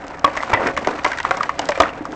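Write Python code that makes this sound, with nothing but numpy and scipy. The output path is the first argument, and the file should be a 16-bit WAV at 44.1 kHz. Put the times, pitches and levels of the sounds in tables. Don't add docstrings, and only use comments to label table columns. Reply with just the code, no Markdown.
import sys
import numpy as np
from scipy import signal
from scipy.fft import rfft, irfft
from scipy.io import wavfile
from scipy.ndimage import uniform_filter1d

SR = 44100
rng = np.random.default_rng(int(sys.argv[2]) if len(sys.argv) > 2 else 0)


def materialize(psi):
    bounded = np.clip(np.atleast_2d(psi).T, -1, 1)
    quanta = np.round(bounded * 32767).astype(np.int16)
    wavfile.write(sys.argv[1], SR, quanta)


N = 94815
BLOW_S = 0.0075

# (frequency [Hz], relative level [dB])
SNAP_SPECTRUM = [(1500, -21.5), (3000, 1), (4400, -2), (5600, 1), (7500, -6), (9000, -14)]


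def undb(db):
    return 10 ** (np.asarray(db) / 20)


def unit(x, count=None):
    return x / np.sqrt(np.mean(x[:count] ** 2) + 1e-18)


def add(out, start, x):
    i = int(start * SR)
    out[i:i + len(x)] += x[:len(out) - i]


def colour(x, points, size=2048):
    hz, db = np.array(points).T
    bins_hz = np.fft.rfftfreq(size, 1 / SR)
    gain = undb(np.interp(np.log(bins_hz + 1), np.log(hz), db))
    cepstrum = irfft(np.log(gain))
    cepstrum[1:size // 2] *= 2
    cepstrum[size // 2 + 1:] = 0
    impulse = irfft(np.exp(rfft(cepstrum)))[:size // 2]
    return signal.fftconvolve(x, impulse)[:len(x)]


def wander(per_s):
    hold = int(SR / per_s)
    steps = rng.standard_normal(N)[np.arange(N) // hold]
    return unit(uniform_filter1d(uniform_filter1d(steps, hold), hold))


def motor():
    # (frequency [Hz], level [dB])
    tones = [(66, -51.5), (99.3, -57), (172, -54), (549, -45.5), (684, -47.5)]
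    # (frequency [Hz], relative level [dB])
    belt_spectrum = [(30, 2), (64, 3), (90, 4.5), (140, 6), (220, -1.5), (290, 10), (370, -8), (510, 6),
                     (780, 8.5), (1000, -9.5), (2000, -8), (3700, -47), (9000, -38.5)]
    hum = 0
    for hz, db in tones:
        amplitude = np.sqrt(2) * undb(db + 2 * wander(per_s=11.04))
        pitch = hz * (1 + 0.01212 * wander(per_s=25.03))
        hum += amplitude * np.sin(2 * np.pi * np.cumsum(pitch) / SR)
    belt_db = -38 - 0.5 * wander(per_s=45.6)
    return hum + undb(belt_db) * unit(colour(rng.standard_normal(N), belt_spectrum))


def tiny_fractures(per_s, middle_hz, octaves, rise_cycles):
    out = np.zeros(N)
    wait, strength, phases, detune = rng.random((12000, 4)).T
    starts = np.cumsum(-np.log(1 - wait)) / per_s
    sizes = undb(np.minimum(-np.log(1 - strength), 4))
    pitches = middle_hz * 2 ** (octaves * np.sqrt(2) * np.arcsin(2 * detune - 1))
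    for start, size, hz, phase in zip(starts[starts < N / SR], sizes, pitches, phases):
        t = np.arange(int(10 * rise_cycles * SR / hz)) / SR
        age = t * hz / rise_cycles
        add(out, start, size * age * np.exp(-age) * np.sin(2 * np.pi * (hz * t + phase)))
    return unit(out)


def straining_wood():
    # (time [s], groan [dB], crackle [dB], fine ticking [dB])
    strain = [(0, -36, -36, -52), (.24, -50, -40.5, -56.5), (.268, -38, -29, -47.5),
              (.33, -44.5, -34.5, -49.5), (.45, -44, -31, -41.5), (.55, -28.5, -27.5, -46.5),
              (.678, -21, -20, -41.5), (.73, -35.5, -34, -44), (.85, -34.5, -34.5, -44.5),
              (.891, -28, -27.5, -41.5), (1.02, -43.5, -34.5, -48.5), (1.079, -35, -27.5, -37.5),
              (1.15, -44, -33, -44.5), (1.34, -34.5, -28, -44), (1.56, -45.5, -40, -50.5),
              (1.62, -29, -30, -43.5), (1.75, -47, -36.5, -44), (1.84, -31, -23.5, -40),
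              (1.92, -43, -36, -53), (2.15, -35.5, -39.5, -52.5)]
    # (rate [1/s], pitch [Hz], spread [octaves], rise [cycles])
    kinds = [(906.3, 472, 0.56, 0.91), (1392, 1328, 0.46, 0.73), (1954, 4150, 0.5, 0.35)]
    times, *levels = np.array(strain).T
    t = np.arange(N) / SR
    flurry_db = 2.5 * wander(per_s=120)
    return sum(undb(np.interp(t, times, db) + flurry_db) * tiny_fractures(*kind)
               for db, kind in zip(levels, kinds))


def steel_frame(wood):
    # (frequency [Hz], t60 [s], relative gain [dB])
    modes = [(183, 0.071, 3), (268, 0.64, 6.5), (303.5, 0.42, 8), (550.2, 0.31, 9), (636, 1, -18),
             (765.7, 0.12, 8), (1007, 0.04, 2), (2070, 0.33, -5), (2960, 0.59, -14)]
    out = 0
    for hz, t60, db in modes:
        radius = np.exp(-np.log(1000) / (t60 * SR))
        pole = radius * np.exp(2j * np.pi * hz / SR)
        out += undb(db) * signal.lfilter([2 * (1 - radius)], [1, -pole], wood).imag
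    return undb(-7) * out


def garden_scatter(wood, delay_s=0.011, t60_s=0.24):
    t = np.arange(N // 4) / SR
    tail = rng.standard_normal(len(t)) * np.exp(-np.log(1000) * t / t60_s) * (t > delay_s)
    tail /= np.sqrt(np.sum(tail ** 2))
    tail = colour(tail, [(300, 3), (1100, -3), (2500, 1.5), (8000, -10)])
    return undb(-14.5) * signal.fftconvolve(wood, tail)[:N]


def fibre_burst(spectrum, decay_s, rise_s=0.00054):
    t = np.arange(4096) / SR
    noise = rng.standard_normal(len(t))
    grit = np.sign(noise) * np.abs(noise) ** 1.74
    envelope = np.minimum(t / rise_s, 1) * np.exp(-t / decay_s)
    burst = colour(grit * envelope, spectrum)
    return burst * np.sqrt(BLOW_S * SR / np.sum(burst ** 2))


def fibre_ticks():
    # (time [s], level [dB])
    ticks = [(0.0673, -47.5), (0.0811, -40.5), (0.1935, -40.5), (0.983, -47), (1.036, -40), (1.2297, -35),
             (1.617, -40), (1.6548, -34.5), (1.706, -34.5), (1.89, -49), (2.1203, -42)]
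    out = np.zeros(N)
    for start, db in ticks:
        add(out, start, undb(db) * fibre_burst(SNAP_SPECTRUM, decay_s=0.0014))
    return out


def dying_tones(strikes):
    out, t = np.zeros(N), np.arange(N // 8) / SR
    for start, hz, decay_s, db in strikes:
        add(out, start, undb(db) * np.sin(2 * np.pi * hz * t) * np.exp(-t / decay_s))
    return out


def log_thumps():
    # (time [s], pitch [Hz], decay [s], starting level [dB])
    thumps = [(.243, 80, 0.0061, -15.5), (.533, 105, 0.012, -15), (.744, 70.6, 0.029, -29),
              (1.801, 54, 0.018, -22.5), (2.008, 300, 0.017, -19), (2.089, 298, .014, -23)]
    return dying_tones(thumps)


def cracks():
    # (time [s], splinter pitch [Hz], rise [ms], splinter [dB], knock [dB], rip [dB], snap [dB])
    breaks = [ (0.2431, 1144, 4.76, -1, -8.5, -15, -31.5), (0.275, 1170, 1.2, -37, -20, -27, -51),
              (.352, 1084, 5.9, -25.5, -37, -33.5, -43.5), (.3665, 890, 2.1, -26, -35.5, -30, -35.5),
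              (.3721, 2040, 0.91, -23, -24.5, -20, -34.5), (.403, 1960, 2.6, -24.5, -26, -45.5, -56),
              (0.426, 1113, 2, -25, -41, -28, -37), (0.4328, 1100, 1.5, -17.5, -40, -30, -39),
              (.519, 1130, 1.4, -22, -30, -33, -50), (.531, 932, 3.7, -13, -20, -18.5, -56),
              (.5359, 998, 4.7, -13.5, -21, -14, -29), (.545, 1163, 4, -19.5, -15, -20, -52),
              (.573, 1880, 3.6, -19.5, -20, -29, -55), (.606, 1037, 1.8, -26.5, -22.5, -43, -51.5),
              (0.66, 2190, 2.7, -28, -30.5, -24.5, -52), (.668, 507, 1.6, -24.5, -25, -19.5, -36),
              (.672, 1500, 2.5, -27, -42, -24, -31), (0.7654, 2120, 2.1, -25.5, -45, -27, -41),
              (0.774, 1084, 3.8, -16, -19.5, -19.5, -31.5), (.847, 2170, 2.4, -28, -38, -25, -41),
              (.8715, 955, 2.4, -12.5, -12.5, -23, -28.5), (.876, 419, 2.05, -17.5, -35, -44, -46),
              (.988, 1140, 2.5, -26, -39, -27.5, -47), (1.045, 984, 4.8, -17.5, -16, -17, -27.5),
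              (1.049, 1986, 1.8, -15.5, -25.5, -21, -42), (1.0621, 1084, 3.5, -16.5, -13.5, -22, -36),
              (1.1167, 1566, 4.3, -24, -31, -23, -34.5), (1.131, 1855, 4, -30, -38.5, -25, -42.5),
              (1.173, 1725, 1.7, -34, -39, -26, -39.5), (1.185, 1516, 2.7, -24.5, -34.5, -26, -33.5),
              (1.201, 936, 2.9, -24.5, -44, -20, -35.5), (1.2496, 1147, 1.6, -12.5, -28, -22.5, -47),
              (1.3083, 1070, 1.1, -26.5, -13, -16, -30), (1.313, 1400, 1.74, -14, -26, -32, -50.5),
              (1.37, 952, 4.5, -21.5, -20, -32, -32), (1.407, 1187, 2.7, -12, -35.5, -30.5, -41),
              (1.431, 990, 3.8, -22.5, -28.5, -22.5, -29.5), (1.4926, 1136, 2.2, -13, -39, -23, -37),
              (1.592, 2925, 3, -25.5, -16, -25.5, -22.5), (1.6882, 970, 1.4, -19.5, -12.5, -19.5, -24),
              (1.692, 900, 3, -19, -28, -38, -44), (1.719, 1565, 4.5, -26, -25.5, -20.5, -41),
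              (1.754, 2370, 6, -31.5, -50, -26.5, -44), (1.775, 560, 2.6, -25, -23, -30.5, -40),
              (1.801, 1240, 4.03, -3, -3, -17.5, -21), (1.807, 656, 2.52, -8.5, -35, -27, -46),
              (1.8193, 3450, 2.7, -27, -20.5, -23, -30), (1.833, 1920, 2.1, -21.5, -21, -19, -45),
              (1.856, 1300, 2.5, -22.5, -45, -29, -48), (2.053, 1170, 1.74, -22.5, -45, -41, -40)]
    # (frequency [Hz], relative level [dB])
    knock_spectrum = [(30, -33), (100, -18), (210, -25), (300, -3), (420, -11.5), (580, 4.5), (760, -1),
                      (1100, 0.5), (2200, -56), (5000, -69)]
    # (frequency [Hz], relative level [dB])
    rip_spectrum = [(200, -24.5), (800, -12.5), (1400, -3.5), (2000, 1), (2600, -11), (3400, -17),
                    (4500, -29), (9000, -66.5)]
    out, t = np.zeros(N), np.arange(4096) / SR
    for start, hz, rise_ms, splinter_db, knock_db, rip_db, snap_db in breaks:
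        age = t / (rise_ms / 1000)
        swell = np.minimum(age, 1) * np.exp(-np.maximum(age - 1, 0) / 0.87)
        pitch = hz * (1 + 0.0051 * (1 - np.minimum(age, 2)))
        splinter = swell * np.sin(2 * np.pi * np.cumsum(pitch) / SR)
        add(out, start, undb(splinter_db) * unit(splinter, count=int(BLOW_S * SR)))
        add(out, start, undb(knock_db) * fibre_burst(knock_spectrum, decay_s=0.0047))
        add(out, start, undb(rip_db) * fibre_burst(rip_spectrum, decay_s=0.0056))
        add(out, start, undb(snap_db) * fibre_burst(SNAP_SPECTRUM, decay_s=0.0026))
    return out


def splinter_twangs():
    # (time [s], pitch [Hz], decay [s], starting level [dB])
    twangs = [(.532, 2317, 0.012, -14), (.536, 2000, .034, -17.5), (1.696, 578, 0.015, -13.5),
              (1.893, 2750, 0.0021, -22), (1.935, 2330, 0.0027, -27)]
    return dying_tones(twangs)


def scene():
    wood = cracks() + fibre_ticks() + straining_wood()
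    ringing = steel_frame(wood) + garden_scatter(wood)
    return (wood + ringing + log_thumps() + splinter_twangs() + motor())[None]


def record(dry, mic_top_hz=8350, clip_level=0.705, top_hz=16000):
    # (frequency [Hz], gain [dB])
    treble_shelf = [(7300, 0), (8300, -4), (9300, -9)]
    mic_lowpass = signal.ellip(8, 0.3, 70, mic_top_hz, fs=SR, output="sos")
    final_lowpass = signal.ellip(8, 0.1, 70, top_hz, fs=SR, output="sos")
    heard = signal.sosfilt(mic_lowpass, dry[0])
    clipped = np.clip(heard, -clip_level, clip_level)
    return signal.sosfilt(final_lowpass, colour(clipped, treble_shelf))[None]


dry = scene()
out = record(dry)
materialize(out)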